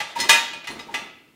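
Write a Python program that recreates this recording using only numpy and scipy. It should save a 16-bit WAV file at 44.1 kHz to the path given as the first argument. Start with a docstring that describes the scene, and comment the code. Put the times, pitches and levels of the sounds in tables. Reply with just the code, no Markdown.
"""A concrete garage: a steel jack stand is set on the floor by hand, beside a microphone that overloads.
The pawl clicks, the notched post drops with one loud rattling clank, and the frame knocks and scuffs
on the floor as it is nudged into place. Steel parts ring as sums of decaying modes; clatter, thuds,
slides and scuffs are shaped noise; squeaks and groans are wavering tones. Decaying noise forms the
garage's reflections, which ring on over a quiet room tone."""
import sys
import numpy as np
from scipy import signal
from scipy.fft import rfft, irfft
from scipy.io import wavfile
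from scipy.ndimage import uniform_filter1d

SR = 44100
rng = np.random.default_rng(int(sys.argv[2]) if len(sys.argv) > 2 else 0)


def master(y):
    """Save y as 16-bit WAV."""
    cut = np.clip(np.atleast_2d(y).T, -1, 1)
    pcm = np.round(cut * 32767)  # scale
    wavfile.write(sys.argv[1], SR, pcm.astype(np.int16))


N = 59535
TIME, HZ = np.arange(N) / SR, np.fft.rfftfreq(N, 1 / SR)


def amp(db):
    """Decibels to gain."""
    return 10 ** (np.asarray(db) / 20)


def unit(x):
    """Scales to rms 1."""
    return x / np.sqrt(np.mean(x ** 2) + 1e-20)


def read(points, hz):
    """Reads a table on a log-frequency axis."""
    f, value = np.transpose(points)
    return np.interp(np.log(hz + 1), np.log(f + 1), value)


def add(mix, start_s, sound):
    """Mixes a sound in at its start time."""
    part = mix[max(round(start_s * SR), 0):][:len(sound)]
    part += sound[:len(part)]


def noise(spectrum, tilt_db=0):
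    """Random-phase noise of rms 1 with the given spectrum, tilted per octave above 500 Hz."""
    tilt = tilt_db * np.log2(np.maximum(HZ, 500))
    gain = amp(read(spectrum, HZ) + tilt)
    phase = 2 * np.pi * rng.random(len(HZ))
    return unit(irfft(gain * np.exp(1j * phase), N))


def fade(t, t60):
    """Free decay, 60 dB in t60 seconds."""
    return np.exp(-np.log(1000) * t / np.maximum(t60, 1e-3))


def die_away(x, t60s):
    """Lets each frequency band decay at its own speed."""
    hz, t, bands = signal.stft(x, SR, nperseg=256)
    bands = bands * fade(t, read(t60s, hz)[:, None])
    return signal.istft(bands, SR, nperseg=256)[1][:N]


def stroke(start_s, length_s):
    """The swell and fall of one short push."""
    progress = np.clip((TIME - start_s) / length_s, 0, 1)
    return np.sqrt(np.abs(np.sin(np.pi * progress)))


# Background of the empty garage: freq_hz, level_db (relative, per Hz)
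AIR_SPECTRUM = [(25, -14.5), (70, -6), (300, 5), (700, -12), (2500, -12), (6000, -21.5), (15000, -24)]
AIR_DB = -59


def room_tone():
    """Steady noise with the spectrum of the garage's air."""
    return amp(AIR_DB) * noise(AIR_SPECTRUM)


# How long the garage rings on: freq_hz, t60_s
GARAGE_DECAY = [(80, 0.13), (200, 0.87), (400, 0.72), (1000, 0.6), (2700, 0.71), (5000, 0.56), (9000, 0.37),
                (15000, 0.4)]
ROOM_DELAY_S = 0.0058  # middle of the reflections' fade-in


def garage(x):
    """Dense reflections off concrete walls and the car's underside."""
    onset = np.clip(TIME / ROOM_DELAY_S - .5, 0, 1)
    tail = die_away(rng.standard_normal(N), GARAGE_DECAY) * onset
    return signal.fftconvolve(x, tail / np.linalg.norm(tail))[:N]


# The base dragging over grit: start_s, length_s, level_db
SCUFF_STROKES = [(0.175, 0.11, -37), (0.486, 0.11, -48), (0.681, 0.066, -38), (0.735, 0.108, -43.5),
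                 (0.851, 0.23, -45)]
# Colour of the scrape: freq_hz, level_db (relative, per Hz)
SCUFF_SPECTRUM = [(30, -19.5), (70, -9.5), (130, -10.5), (190, -1.5), (350, -1), (600, -6.5), (1200, -10),
                  (4000, -22), (12000, -35.5)]
GRIT_PER_S = 2200


def scuffs():
    """Random grains of grit under the base make a dull scrape."""
    grit = rng.standard_normal(N) * (rng.random(N) < GRIT_PER_S / SR)
    scrape = unit(irfft(rfft(grit) * amp(read(SCUFF_SPECTRUM, HZ)), N))
    pushes = sum(amp(db) * stroke(start_s, length_s) for start_s, length_s, db in SCUFF_STROKES)
    return scrape * pushes


# The post sliding in its sleeve: start_s, length_s, level_db, brightness_db_per_octave
SLIDE_STROKES = [(0.058, .085, -43.5, -3), (0.15, 0.071, -34.5, -3.5), (0.186, 0.016, -29, -1),
                 (0.233, 0.093, -42.5, -2), (0.901, 0.078, -49.5, -2)]
# The crowd of short-lived steel modes, also heard in the clanks: freq_hz, level_db (relative, per Hz)
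CLATTER_SPECTRUM = [(100, -39.5), (450, -9.5), (800, -2.5), (1050, -9.5), (1500, -5), (2600, -3),
                    (3700, -2), (4700, -6.5), (7000, -10), (10000, -16.5), (15500, -28.5)]


def slides():
    """Steel rubbing on steel keeps the crowd of short modes rustling."""
    out = np.zeros(N)
    for start_s, length_s, level_db, tilt_db in SLIDE_STROKES:
        out += amp(level_db) * stroke(start_s, length_s) * noise(CLATTER_SPECTRUM, tilt_db)
    return out


def stick_slip(rows, width_hz, waver):
    """Rubbing locks onto one mode, which wavers in pitch and rings on briefly."""
    out, r = np.zeros(N), np.exp(-np.pi * width_hz / SR)
    for start_s, length_s, pitch_hz, level_db in rows:
        drift = unit(uniform_filter1d(rng.standard_normal(N), size=100))
        turns = np.cumsum(pitch_hz * (1 + waver * drift)) / SR
        swell = signal.lfilter([1 - r], [1, -r], stroke(start_s, length_s))
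        out += amp(level_db) * swell * np.sin(2 * np.pi * turns)
    return np.sqrt(2) * out


# Steel rubbing until one of the frame's modes groans: start_s, length_s, pitch_hz, level_db
GROAN_SLIPS = [(0.157, 0.013, 935.6, -15.5), (0.18, 0.081, 932, -31), (0.184, 0.057, 1987, -27),
               (0.883, 0.0098, 910, -28.5), (0.883, .014, 821, -35.5), (0.922, 0.012, 850, -38)]


def groans():
    """Stick-slip on the frame's lower modes."""
    return stick_slip(GROAN_SLIPS, width_hz=19, waver=0.016)  # waver: rms fraction of pitch


# Thin squeaks and pings of steel rubbing on steel: start_s, length_s, pitch_hz, level_db
SQUEAK_SLIPS = [(0.068, 0.049, 3620, -43.5), (0.287, .006, 12800, -19), (0.700, 0.0062, 4220, -28.5),
                (0.735, 0.019, 4230, -43), (0.702, 0.015, 9700, -42.5), (0.791, 0.004, 3790, -23.5),
                (0.791, 0.019, 5050, -39.5)]


def squeaks():
    """Stick-slip on high modes, steadier in pitch than the groans."""
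    return stick_slip(SQUEAK_SLIPS, width_hz=15, waver=0.0044)


ATTACK_S = .0008  # time constant of a steel blow
SHIMMER, SHIMMER_S = .33, .03  # rms depth and smoothing time of each mode's waver


def ring(freqs_hz, levels_db, t60s, blows):
    """Each blow (s, dB) adds energy to every mode of a steel part; each mode decays and wavers on its own."""
    out = np.zeros(N)
    for hz, level_db, t60 in zip(freqs_hz, levels_db, t60s):
        energy = np.zeros(N)
        response = ((1 - np.exp(-TIME / ATTACK_S)) * fade(TIME, t60)) ** 2
        for start_s, blow_db in blows:
            add(energy, start_s, amp(blow_db) ** 2 * response)
        size = max(round(SHIMMER_S * SR), 2)
        a, b = uniform_filter1d(rng.standard_normal((2, N)), size=size)
        angle = 2 * np.pi * (hz * TIME + rng.random())
        in_phase = (1 + SHIMMER * unit(a)) * np.sin(angle)
        quadrature = SHIMMER * unit(b) * np.cos(angle)
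        out += amp(level_db) * np.sqrt(energy) * (in_phase + quadrature)
    return out / np.sqrt(np.sum(amp(levels_db) ** 2) / 2)


# The feet landing on concrete: start_s, clatter_db, brightness_db_per_octave, frame_ring_db
FOOT_KNOCKS = [(0.001, -24.5, 0.5, -27), (0.007, -27, -3, -56), (0.641, -36, -1.5, -65),
               (0.671, -30, 2.5, -30.5), (0.791, -36, 0.5, -38), (0.9405, -22.5, 0, -25.5),
               (0.947, -43.5, -5.5, -39.5)]
# Short-lived modes when a foot lands: freq_hz, level_db (relative, per Hz); then freq_hz, t60_s
FOOT_SPECTRUM = [(25, -39), (100, -19.5), (450, -15), (850, -1.5), (1050, -10.5), (1450, -5), (2000, -1),
                 (2600, 1), (3200, -3), (4100, -7.5), (5000, -10.5), (7000, -17.5), (10000, -23.5),
                 (15500, -30)]
FOOT_DECAY = [(300, 0.18), (1500, 0.099), (4000, 0.15), (9000, 0.17), (15000, 0.066)]
# Modes of the four-legged frame, one column each: freq_hz; level_db (relative); t60_s
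FRAME_FREQS = [848, 899, 938, 1182, 1297, 1650, 1690, 1860, 2003, 2022, 2515, 2545, 2846, 3531, 4037, 5782,
               6420, 7058, 8489]
FRAME_LEVELS = [-5, -11.5, -8.5, -7, -14.5, -9.5, -16, -9, -1, -0.5, -2.5, -11.5, -12.5, -13, -16, -15.5,
                -17.5, -21, -23]
FRAME_DECAYS = [0.22, 0.42, 0.29, 0.31, 0.67, 0.29, 0.31, 0.24, .17, 0.27, 0.2, 0.19, .28, 0.62, .33, .33,
                0.31, 0.39, .38]
KNOCK_ATTACK_S = 0.0012


def knocks():
    """Feet landing on the floor give blunt clatter and ring the frame; returns clatter and ring."""
    clatter, blows = np.zeros(N), []
    blunt = 1 - np.exp(-TIME / KNOCK_ATTACK_S)
    for start_s, clatter_db, tilt_db, frame_db in FOOT_KNOCKS:
        burst = die_away(noise(FOOT_SPECTRUM, tilt_db), FOOT_DECAY)
        add(clatter, start_s, blunt * amp(clatter_db) * burst)
        blows.append((start_s, frame_db))
    return clatter, ring(FRAME_FREQS, FRAME_LEVELS, FRAME_DECAYS, blows)


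# The post and pawl striking inside the frame:
# start_s, clatter_db, brightness_db_per_octave, post_ring_db, pawl_ring_db, thud_db
CLANK_BLOWS = [(0.158, -42.5, 10.5, -38, -55, -55.5), (0.200, -23, 3.5, -33, -22.5, -62),
               (0.206, -34, 0, -43.5, -24.5, -54), (0.236, -42.5, -21, -28, -54, -57),
               (0.289, -27.5, -4, -50, -22.5, -38), (0.293, -8, 2, -6, -21.5, -30),
               (0.32, -29.5, -2.5, -42, -31.5, -56), (0.329, -20.5, 1.5, -14, -52.5, -47.5),
               (0.533, -38, -2, -37, -51, -66)]
# Decay of the short-lived steel modes: freq_hz, t60_s
CLATTER_DECAY = [(300, 0.16), (1500, 0.18), (4000, .15), (9000, .12), (15000, 0.15)]
# The floor's thud: freq_hz, level_db (relative, per Hz)
THUD_SPECTRUM = [(25, -5.5), (45, -4), (80, -1.5), (130, -7), (250, 2), (450, -8), (1000, -28.5),
                 (4000, -65)]
THUD_T60_S = 0.083
# Modes of the notched post, one column each: freq_hz; level_db (relative); t60_s
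POST_FREQS = [608, 900, 925, 1184, 1351, 1688, 1852, 1993, 2038, 2078, 2445, 2471, 2498, 2563, 2713, 2885,
              3074, 3206, 3707, 3803, 4463, 5012, 5191, 6158, 6415, 6918, 7047, 7246, 8145, 8398]
POST_LEVELS = [-16.5, -9, -8, -2.5, -14, -1, -9, 2.5, -7.5, -13, 1, -3.5, -12.5, -4, -12, -5, -11, -3.5, -5,
               -8, -19, -9, -10.5, -11, -14, -17.5, -19.5, -22, -9.5, -19]
POST_DECAYS = [0.37, 0.3, 0.4, 0.15, 0.59, 0.33, 0.41, 0.13, 0.27, 0.28, 0.2, 0.42, 0.38, 0.3, .52, 0.38,
               .4, 0.22, 0.27, .25, .42, 0.25, 0.23, 0.32, 0.29, 0.44, 0.2, .45, .2, 0.28]
# Modes of the ratchet pawl, one column each: freq_hz; level_db (relative); t60_s
PAWL_FREQS = [3385, 3622, 4130, 4240, 5192, 6019, 6406, 6912, 8530, 9100, 9612]
PAWL_LEVELS = [-11, -5, -6, 3.5, -1, -3, -7, -6.5, -16, -12.5, -6.5]
PAWL_DECAYS = [0.13, 0.12, 0.17, 0.12, 0.22, .17, 0.15, .15, 0.13, .15, 0.12]


def clanks():
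    """Blows ring the post and pawl, clatter, and thud through the floor; returns clatter and ring."""
    clatter, post_blows, pawl_blows = np.zeros(N), [], []
    sharp = 1 - np.exp(-TIME / ATTACK_S)
    for start_s, clatter_db, tilt_db, post_db, pawl_db, thud_db in CLANK_BLOWS:
        burst = die_away(noise(CLATTER_SPECTRUM, tilt_db), CLATTER_DECAY)
        thud = noise(THUD_SPECTRUM) * fade(TIME, THUD_T60_S)
        add(clatter, start_s, sharp * amp(clatter_db) * burst)
        add(clatter, start_s, sharp * amp(thud_db) * thud)
        post_blows.append((start_s, post_db))
        pawl_blows.append((start_s, pawl_db))
    post = ring(POST_FREQS, POST_LEVELS, POST_DECAYS, post_blows)
    pawl = ring(PAWL_FREQS, PAWL_LEVELS, PAWL_DECAYS, pawl_blows)
    return clatter, post + pawl


CLATTER_ROOM_DB, RING_ROOM_DB = -5.5, -14  # sends to the garage's reflections


def scene():
    """The stand, the garage and its room tone."""
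    knock_clatter, frame_ring = knocks()
    clank_clatter, post_pawl_ring = clanks()
    noisy = knock_clatter + clank_clatter + scuffs() + slides()
    tonal = frame_ring + post_pawl_ring + groans() + squeaks()
    echo = garage(amp(CLATTER_ROOM_DB) * noisy + amp(RING_ROOM_DB) * tonal)
    return (noisy + tonal + echo + room_tone())[None]


CEILING, EDGE_HZ = .78, 15850  # overload ceiling (fraction of full scale), top of the band


def record(dry):
    """The microphone's soft overload, then the band limit."""
    squashed = CEILING * np.tanh(dry / CEILING)
    lowpass = signal.firwin(511, EDGE_HZ, window=("kaiser", 9), fs=SR)
    return signal.oaconvolve(squashed, lowpass[None], "same")


dry = scene()
out = record(dry)
master(out)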